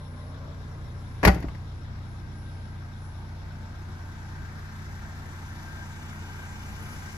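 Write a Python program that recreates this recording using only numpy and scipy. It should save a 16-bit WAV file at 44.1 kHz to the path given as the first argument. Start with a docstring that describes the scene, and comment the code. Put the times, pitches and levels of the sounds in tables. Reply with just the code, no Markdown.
"""A powered tailgate whines down and slams: motor and gear sines, then rattle noise and ringing modes.
Air trapped in the cabin booms at the slam and at the rebound.
The car idles on locked firing harmonics and shaped noise; along a walk round its flank the exhaust
drone shifts and the engine bay's hiss opens up. A thin electric whistle comes from the car.
Behind it all lies a hush of far traffic and leaves, with insects throbbing as bands of noise."""
import sys
import numpy as np
from scipy import signal
from scipy.fft import rfft, irfft
from scipy.io import wavfile

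SR = 44100
rng = np.random.default_rng(int(sys.argv[2]) if len(sys.argv) > 2 else 0)


def dump_mix(stems):
    """Bounce the given channels to the path in sys.argv[1] as a 16-bit WAV at rate SR."""
    frames = np.atleast_2d(stems).T  # one column per channel
    limited = np.clip(frames, -1, 1)  # hard clip at full scale
    pcm = np.round(limited * 32767).astype(np.int16)
    wavfile.write(sys.argv[1], SR, pcm)


N = 316188
T = np.arange(N) / SR


def from_db(db):
    """Gain of a level in dB."""
    return 10 ** (np.asarray(db) / 20)


def rms_one(x):
    """Scale to unit power."""
    return x / np.sqrt(np.mean(x ** 2) + 1e-20)


def in_time(rows):
    """Columns of a table whose first column is time, as curves over the scene."""
    s, *columns = np.transpose(rows)
    return [np.interp(T, s, column) for column in columns]


def at_hz(points, hz):
    """Columns of a table whose first column is frequency, read on a log-frequency axis."""
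    table_hz, *columns = np.transpose(points)
    return [np.interp(np.log(hz), np.log(table_hz), column) for column in columns]


def drift(rate_hz):
    """Slow random wander of spread 1: noise through two equal poles, made at every 40th sample."""
    r = np.exp(-2 * np.pi * rate_hz * 40 / SR)
    noise = rng.standard_normal(N // 40 + 4002)
    slow = signal.lfilter([1], [1, -2 * r, r * r], noise)[4000:]  # drop the filter's start-up
    slow = rms_one(slow - slow.mean())
    return np.interp(np.arange(N) / 40, np.arange(len(slow)), slow)


def ring(clicks, hz, t60_s):
    """A two-pole resonance: each unit click starts a dying sine of height 1."""
    r = from_db(-60 / (t60_s * SR))
    w = 2 * np.pi * hz / SR
    return signal.lfilter([0, np.sin(w)], [1, -2 * r * np.cos(w), r * r], clicks + 1e-18)


def tone(hz):
    """Sine of rms 1 at a fixed or moving pitch, from a random phase."""
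    return np.sqrt(2) * np.sin(2 * np.pi * (np.cumsum(hz + 0 * T) / SR + rng.random()))


def whistling(hz, sway_hz):
    """Narrow noise of rms 1: a carrier whose two quadratures wander independently."""
    sway = drift(sway_hz), drift(sway_hz)
    phase = 2 * np.pi * np.cumsum(hz + 0 * T) / SR
    return rms_one(sway[0] * np.cos(phase) + sway[1] * np.sin(phase))


def port_noise(spectrum, ports, size=N):
    """Coloured noise at two microphone ports, as spectra; the mean of both has rms 1."""
    hz = np.maximum(np.fft.rfftfreq(size, 1 / SR), 1)
    alike, lead, balance_db = at_hz(ports, hz)
    alike = np.clip(alike, 0, 1)
    one, other = rfft(rng.standard_normal((2, size)))
    left = one * from_db(balance_db / 2)
    right = alike * np.exp(1j * lead) * one + np.sqrt(1 - alike ** 2) * other
    right = right * from_db(-balance_db / 2)
    pair = np.array([left, right]) * from_db(at_hz(spectrum, hz)[0])
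    return hz, pair / np.sqrt(np.mean(irfft(pair.mean(axis=0), size) ** 2))


def in_bands(hz, pair, gain_db, size=N):
    """Overlapping bands half an octave apart, each with its own gain curve gain_db(centre_hz)."""
    out = 0
    for centre_hz in 30 * 2 ** np.arange(0, 9.6, .5):
        band = np.clip(1 - 2 * np.abs(np.log2(hz / centre_hz)), 0, 1)
        out = out + irfft(pair * band, size) * from_db(gain_db(centre_hz))
    return out


def from_ahead(x, balance_db):
    """A source that reaches the right port 7 samples earlier; balance is left minus right."""
    return np.array([np.roll(x, 7), x]) * from_db([[balance_db / 2], [-balance_db / 2]])


# Contacts of the slam, latch and bounces:
# [start_s, rattle_db, brightness_db_per_octave, frame_knock_db]
GATE_CONTACTS = [(1.230, -22, 0, -42), (1.235, -18.5, -1.5, -24), (1.242, -23.5, 0.6, -39),
                 (1.25, -9.5, 3.5, -19.5), (1.256, -26.5, 3, -28), (1.266, -27, -8, -23),
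                 (1.273, -14.5, 2.5, -17.5), (1.2779, -11, 1.5, -8), (1.2868, -25.5, -5.5, -9),
                 (1.345, -44, 7.5, -24), (1.363, -40, -3, -23.5), (1.403, -53, 8, -29.5),
                 (1.425, -36.5, 1.5, -36), (1.443, -42.5, -7.5, -29), (1.484, -40, 1.2, -33),
                 (1.548, -43.5, 1, -41)]
# Colour of the rattle: [frequency_hz, relative_density_db]
RATTLE_COLOUR = [(150, -46), (250, 0.5), (494, -9.5), (598, -6), (1030, -8.5), (1140, -10.5), (2100, -11),
                 (3740, -27), (4450, -24), (8490, -41), (11600, -35), (15100, -48), (16200, -47)]
# How the rattle meets the two ports: [frequency_hz, likeness_0_to_1, right_lead_rad, left_minus_right_db]
RATTLE_PORTS = [(100, 0.82, -0.25, -11), (340, .9, 0.71, 2), (676, 0.47, 0.39, 7), (1100, 1, -0.6, -4),
                (2050, 0.27, -0.77, 10.5), (2940, 0.15, -0.23, -1.5), (4300, 0.13, 1, 1.5),
                (7000, 0.66, -2.3, 14), (10300, 1, -1.3, -8), (13000, 0.7, -1.2, 3)]
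# Ringing sheet metal and latch: [pitch_hz, relative_level_db, t60_s]
PANEL_MODES = [(585, 0, .2), (618, -2, .15), (777, -2, .2), (822, -3, .15), (1124, 0, .15), (1233, -3, .12),
               (1480, -4, .15), (1660, -4, .12), (1883, -3, .1), (1930, -3, .12), (2200, -7, .08),
               (2449, -10, .1), (4480, -11, .08), (4646, -12, .08), (5360, -19, .05)]
# Knocking door frame: [pitch_hz, relative_level_db, t60_s]
FRAME_MODES = [(115, 3, 0.058), (164, 1, 0.2), (184, 7.5, 0.15), (292, 3.5, 0.035), (340, -5, 0.066),
               (406, -13, 0.24)]
SHUT_S = GATE_CONTACTS[0][0]
RATTLE_ATTACK_S, RATTLE_T60_S = .002, 0.059  # t60 at 1500 Hz
SHIVER_DB, SHIVER_T60_S = -21, 0.36          # faint long shiver of the body after each rattle


def slam():
    """Every contact rattles as dying noise, rings the sheet metal and knocks the frame."""
    size = SR
    start = round(SHUT_S * SR) - 100
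    t = (np.arange(size) + start) / SR
    contact_s, rattle_db, tilt_db, knock_db = np.transpose(GATE_CONTACTS)
    age = t - contact_s[:, None]
    contact_at = np.round(contact_s * SR).astype(int) - start

    def struck(strengths, hz, t60_s):
        """One mode hit by all contacts."""
        clicks = np.zeros(size)
        clicks[contact_at] = strengths
        return ring(clicks, hz, t60_s)

    def envelope_db(hz):
        """Power sum of all contacts; the treble dies sooner."""
        decay_db = 60 * np.maximum(age, 0) * (hz / 1500) ** 0.15  # still to be divided by a t60
        rattle = from_db(-2 * decay_db / RATTLE_T60_S)  # the factor 2 gives power
        shiver = from_db(2 * (SHIVER_DB - decay_db / SHIVER_T60_S))
        attack = np.clip(age / RATTLE_ATTACK_S, 0, 1)
        hit = from_db(2 * (rattle_db + tilt_db * np.log2(hz / 1500)))[:, None]
        power = hit * (rattle + shiver) * attack
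        return 10 * np.log10(power.sum(axis=0) + 1e-14)

    out = in_bands(*port_noise(RATTLE_COLOUR, RATTLE_PORTS, size=size), envelope_db, size=size)

    # each contact drives each panel mode by chance, separately at the two ports
    chance = rng.normal(0, 1, (len(contact_s), len(PANEL_MODES), 2))
    for k, (hz, db, t60_s) in enumerate(PANEL_MODES):
        strength = from_db(rattle_db + tilt_db * np.log2(hz / 1500) + db - 12.0)
        out[0] += struck(strength * chance[:, k, 0], hz, t60_s)
        out[1] += struck(from_db(-6) * strength * chance[:, k, 1], hz, t60_s)

    knock = sum(struck(from_db(knock_db + db - 11.5), hz, t60_s) for hz, db, t60_s in FRAME_MODES)
    out += knock * from_db([[.5], [-.5]])
    return np.pad(out, ((0, 0), (start, N - start - size)))


# The seal squeezes the cabin air at the slam and at the rebound: [start_s, push_db]
SEAL_SQUEEZES = [(1.2505, -11.5), (1.453, -26.5)]
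# Trapped air booming: [pitch_hz, relative_level_db, t60_s]
CABIN_MODES = [(60.4, 0.5, 0.3), (82.8, -13, 0.3)]
SQUEEZE_S, SQUEEZE_HOLD_S = .012, 0.013  # build-up, then time at full swing


def cabin_boom():
    """The trapped air swings up while the seal closes, holds, then dies away."""
    out = 0
    for start_s, push_db in SEAL_SQUEEZES:
        age = np.maximum(T - start_s, 0)
        build_up = np.minimum(age / SQUEEZE_S, 1)
        dying_s = np.maximum(age - SQUEEZE_S - SQUEEZE_HOLD_S, 0)
        for hz, db, t60_s in CABIN_MODES:
            level_db = push_db + db - 60 * dying_s / t60_s
            out = out + from_db(level_db) * build_up * np.sin(2 * np.pi * hz * age)
    return out


# Tailgate drive: [time_s, motor_pitch_hz, motor_level_db, gear_level_db]
TAILGATE_DRIVE = [(0, 243, -55, -61), (.13, 243, -55, -67), (.2, 251, -54, -60), (.3, 261, -54, -60),
                  (.5, 271, -57, -61), (.62, 279, -62, -71), (1.0, 295, -71, -71), (1.2, 325, -74, -68)]
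# Hiss of the drive: [centre_hz, width_hz, level_db, left_minus_right_db]
DRIVE_HISS_BANDS = [(448, 100, -60, -2), (568, 88, -61, 9.5), (1030, 180, -61, 6)]
HISS_FADE_S = 1  # spread of the hiss's bell-shaped fade from the start
GEAR_RATIO, UPPER_GEAR_RATIO = 2.39, 4.3  # gear pitches as multiples of the motor's
UPPER_GEAR_DB = -5  # against the first gear
GEAR_WAVER_DB = 1.2


def tailgate_drive():
    """Motor and gear sines rise and stop at first contact; hiss fades slowly from the start, on past the slam."""
    motor_hz, motor_db, gear_db = in_time(TAILGATE_DRIVE)
    motor_hz = motor_hz * (1 + 0.0033 * drift(21))
    motor = from_db(motor_db + 1.6 * drift(23)) * tone(motor_hz)
    gear = from_db(gear_db + GEAR_WAVER_DB * drift(6)) * tone(GEAR_RATIO * motor_hz)
    upper_db = gear_db + UPPER_GEAR_DB + GEAR_WAVER_DB * drift(4.5)
    upper_gear = from_db(upper_db) * tone(UPPER_GEAR_RATIO * motor_hz)
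    hiss = sum(from_ahead(from_db(db) * whistling(hz, width_hz / 2), balance_db)
               for hz, width_hz, db, balance_db in DRIVE_HISS_BANDS)
    hiss_fade = np.exp(-.5 * (T / HISS_FADE_S) ** 2)
    return (motor + gear + upper_gear) * (T < SHUT_S) + hiss * hiss_fade


# Exhaust harmonics, multiples 1 to 8 of the firing rate: [level_at_shut_db,
# gain_before_shut_db_per_s (as the gate swings down), gain_after_shut_db_per_s (along the walk)]
EXHAUST_HARMONICS = [(-47.5, 3, -0.5), (-45.5, 3, -1.3), (-40.5, 2, -0.47), (-44.5, 4.5, -2),
                     (-48.5, -1, -0.4), (-61.5, -4, -1), (-60, 7, 1.03), (-65, -4, 0.5)]
# Belt-driven units: [pitch_hz, level_db]
BELT_HUMS = [(77, -53.5), (213, -63), (291, -66.5)]
FIRING_HZ = 29.93
PIPE_SPREAD_RAD = 1.9  # the pipe shifts the phase of harmonic k by this times k squared


def exhaust():
    """Firing harmonics locked to one wavering phase, and accessory hums; also returns that phase."""
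    firing_hz = FIRING_HZ * (1 + .002 * drift(2))
    firing = 2 * np.pi * (np.cumsum(firing_hz) / SR + rng.random())
    since_shut = T - SHUT_S
    drone = 0
    for k, (shut_db, before_slope, after_slope) in enumerate(EXHAUST_HARMONICS, 1):
        level_db = shut_db + before_slope * np.minimum(since_shut, 0)
        level_db = level_db + after_slope * np.maximum(since_shut, 0) + 0.59 * drift(6.1)
        harmonic = np.sqrt(2) * np.cos(k * firing + PIPE_SPREAD_RAD * k * k)
        drone = drone + from_db(level_db) * harmonic
    hums = sum(from_db(db + 2.0 * drift(1.8)) * tone(hz) for hz, db in BELT_HUMS)
    return drone + hums, firing


# Reflections from the ground, car flank and house wall: [delay_s, level_db]
NEAR_ECHOES = [(.0031, -14.5), (.0087, -14.5), (0.0173, -13)]


def with_echoes(x):
    """Near reflections whose delays slide as the listener walks: slowly moving ripples in the hiss."""
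    out = x
    for delay_s, db in NEAR_ECHOES:
        source_time = T - delay_s * (1 + 0.0299 * drift(0.293))
        out = out + from_db(db) * np.array([np.interp(source_time, T, side) for side in x])
    return out


# Levels along the walk round the flank: [time_s, rumble_db, engine_bay_db]
WALK_LEVELS = [(0, -51.5, -55.5), (1.2, -45.5, -54), (1.8, -46, -55), (3.3, -49.5, -54), (4.6, -46.5, -51),
               (5.2, -47.5, -50), (6.3, -46, -49), (7.17, -44, -47.5)]
# Colour of the low rumble: [frequency_hz, relative_density_db]
RUMBLE_COLOUR = [(20, -32), (38, -15), (55, 8.5), (75, 2.5), (110, 1), (160, -2), (220, -5), (330, -14.5),
                 (500, -16.5), (900, -53)]
# Colour of the engine bay's hiss: [frequency_hz, relative_density_db]
BAY_COLOUR = [(210, 0.5), (350, -0.5), (506, -21.5), (768, -0.5), (1150, -4.5), (1580, -0.5), (1740, -6.5),
              (2250, -11), (3150, -21), (6390, -18), (9390, -32.5), (11800, -24.5), (13200, -47),
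              (14700, -29), (16200, -24)]
# How steady noise, the garden's too, meets the two ports:
# [frequency_hz, likeness_0_to_1, right_lead_rad, left_minus_right_db]
STEADY_PORTS = [(100, 0.9, 0.5, 0), (346, 0.93, 0.5, 1), (630, 0.8, 1.76, 3), (960, 0.55, -1.13, -2.5),
                (1760, 0.61, 4, 7.5), (2680, 0, -5.5, 2), (3300, 0, -1, -2.5), (5300, 0.3, 2, 3.5),
                (6840, 0.7, 1.42, 0), (11100, 0.7, 1.5, -0.5)]
# A whine from the bay: [time_s, level_db]
BAY_WHINE = [(0, -67), (1.8, -75), (2.5, -62), (3.5, -69), (3.8, -62), (4.7, -61), (5.3, -61.5),
             (5.8, -52.5), (6.15, -62), (6.4, -51), (6.7, -61), (7.17, -58)]
WHINE_HZ, WHINE_SWAY_HZ = 1581, 27  # centre, and rate of its random sway


def engine_noise(firing):
    """Low rumble, a whine, and bay hiss that ticks with the firings and brightens as it grows."""
    rumble_db, bay_db = in_time(WALK_LEVELS)
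    low = port_noise(RUMBLE_COLOUR, STEADY_PORTS)[1]
    rumble = from_db(rumble_db + 0.79 * drift(4.1)) * irfft(low, N)

    tilt_db = 0.41 * (bay_db + 53.5)  # dB per octave: the car body shadows the treble most
    tick_db = 1.17 * np.cos(firing) + 0.2 * np.cos(2 * firing)

    def bay_gain_db(hz):
        """Level of one band, with its own slow and fast wander."""
        shadow_db = tilt_db * np.log2(max(hz, 600) / 1500)
        return bay_db + shadow_db + tick_db + 0.74 * drift(1.8) + 1.05 * drift(18)

    bay = in_bands(*port_noise(BAY_COLOUR, STEADY_PORTS), bay_gain_db)
    whine = from_db(in_time(BAY_WHINE)[0]) * whistling(WHINE_HZ, WHINE_SWAY_HZ)
    return rumble + with_echoes(bay) + from_ahead(whine, 8.4)


# Narrow bands in the hiss: [centre_hz, width_hz, peak_level_db, loudest_at_s]
HISS_SWELLS = [(898, 20, -62, 3.84), (881, 230, -58.5, 5.8), (1486, 99, -60.5, 4.04),
               (1810, 110, -58.5, 5.25), (1420, 100, -59, 6.2), (2286, 180, -59.5, 6.7),
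               (2970, 120, -61.5, 6.8), (3560, 120, -64.5, 6.1), (1027, 110, -62, 6.7)]
SWELL_S, SWELL_BALANCE_DB = 1, 1.5  # spread of each bell-shaped swell; left minus right


def hiss_swells():
    """Narrow noise bands in the hiss, each swelling once and fading."""
    swells = sum(from_db(db) * np.exp(-.5 * ((T - peak_s) / SWELL_S) ** 2) * whistling(hz, width_hz / 2)
                 for hz, width_hz, db, peak_s in HISS_SWELLS)
    return from_ahead(swells, SWELL_BALANCE_DB)


# The whistle comes and goes: [time_s, level_db]
WHISTLE_LEVELS = [(0, -66.5), (.3, -67.5), (.45, -91), (.6, -76.5), (1.2, -68), (1.5, -76), (1.62, -77),
                  (1.82, -74), (1.92, -93), (2.1, -69), (2.28, -78.5), (2.38, -66), (2.6, -68), (2.9, -80),
                  (3.05, -66.5), (3.5, -80), (4.1, -78), (4.45, -72), (4.85, -86), (5.5, -76), (7.17, -72)]
WHISTLE_HZ = 10004
WHISTLE_WAVER_DB_PER_S = 0.56  # it wavers more as the walk goes on


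def electric_whistle():
    """A thin switching tone with slightly wandering pitch, one sample earlier at the right port."""
    level_db = in_time(WHISTLE_LEVELS)[0] + WHISTLE_WAVER_DB_PER_S * T * drift(3)
    whistle = from_db(level_db) * tone(WHISTLE_HZ + 1.0 * drift(3))
    return np.array([whistle, np.roll(whistle, -1)])


# Colour of far traffic and leaves: [frequency_hz, relative_density_db]
GARDEN_COLOUR = [(180, -6), (300, -9), (547, -6), (585, -1), (817, -7.5), (1540, -17), (1820, -16.5),
                 (5380, -19.5), (9180, -87), (10300, -25), (13000, -68), (14400, -56), (16200, -47)]
# Insects: [centre_hz, width_hz, mid_throb_level_db, throbs_per_s, fade_db_per_s (as the walk leaves them)]
INSECT_BANDS = [(3684, 2900, -64, 6.1, -0.5), (5440, 380, -67, 8.3, -0.5)]
GARDEN_DB = -58


def garden():
    """A gently wandering noise hush, and insects as noise bands throbbing in level, mostly on the left."""
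    hush = irfft(port_noise(GARDEN_COLOUR, STEADY_PORTS)[1], N)
    out = from_db(GARDEN_DB + 0.98 * drift(2.4)) * hush
    for hz, width_hz, db, throbs_per_s, fade_db_per_s in INSECT_BANDS:
        throb_db = 4.6 * np.sin(2 * np.pi * throbs_per_s * T + 1.2 * drift(1.0))
        level = from_db(throb_db + fade_db_per_s * T + db)
        out += level * np.array([whistling(hz, width_hz / 2), 0.1 * whistling(hz, width_hz / 2)])
    return out


def scene():
    """All sources at the two ports."""
    tailgate = slam() + cabin_boom() + tailgate_drive()
    drone, firing = exhaust()
    engine = drone * from_db([[.2], [-.2]]) + engine_noise(firing) + hiss_swells()
    return tailgate + engine + electric_whistle() + garden()


CUTOFF_HZ = 16300  # where the top is fully cut


def record(dry):
    """The microphone drops the deepest bass, peaks are rounded, the top is cut."""
    bass_cut = signal.butter(4, 24, "highpass", fs=SR, output="sos")
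    top_cut = signal.cheby2(12, 70, CUTOFF_HZ, fs=SR, output="sos")
    heard = signal.sosfilt(bass_cut, dry)
    rounded = 1.332 * np.tanh(heard / 1.274)
    return signal.sosfilt(top_cut, rounded)


dry = scene()
out = record(dry)
dump_mix(out)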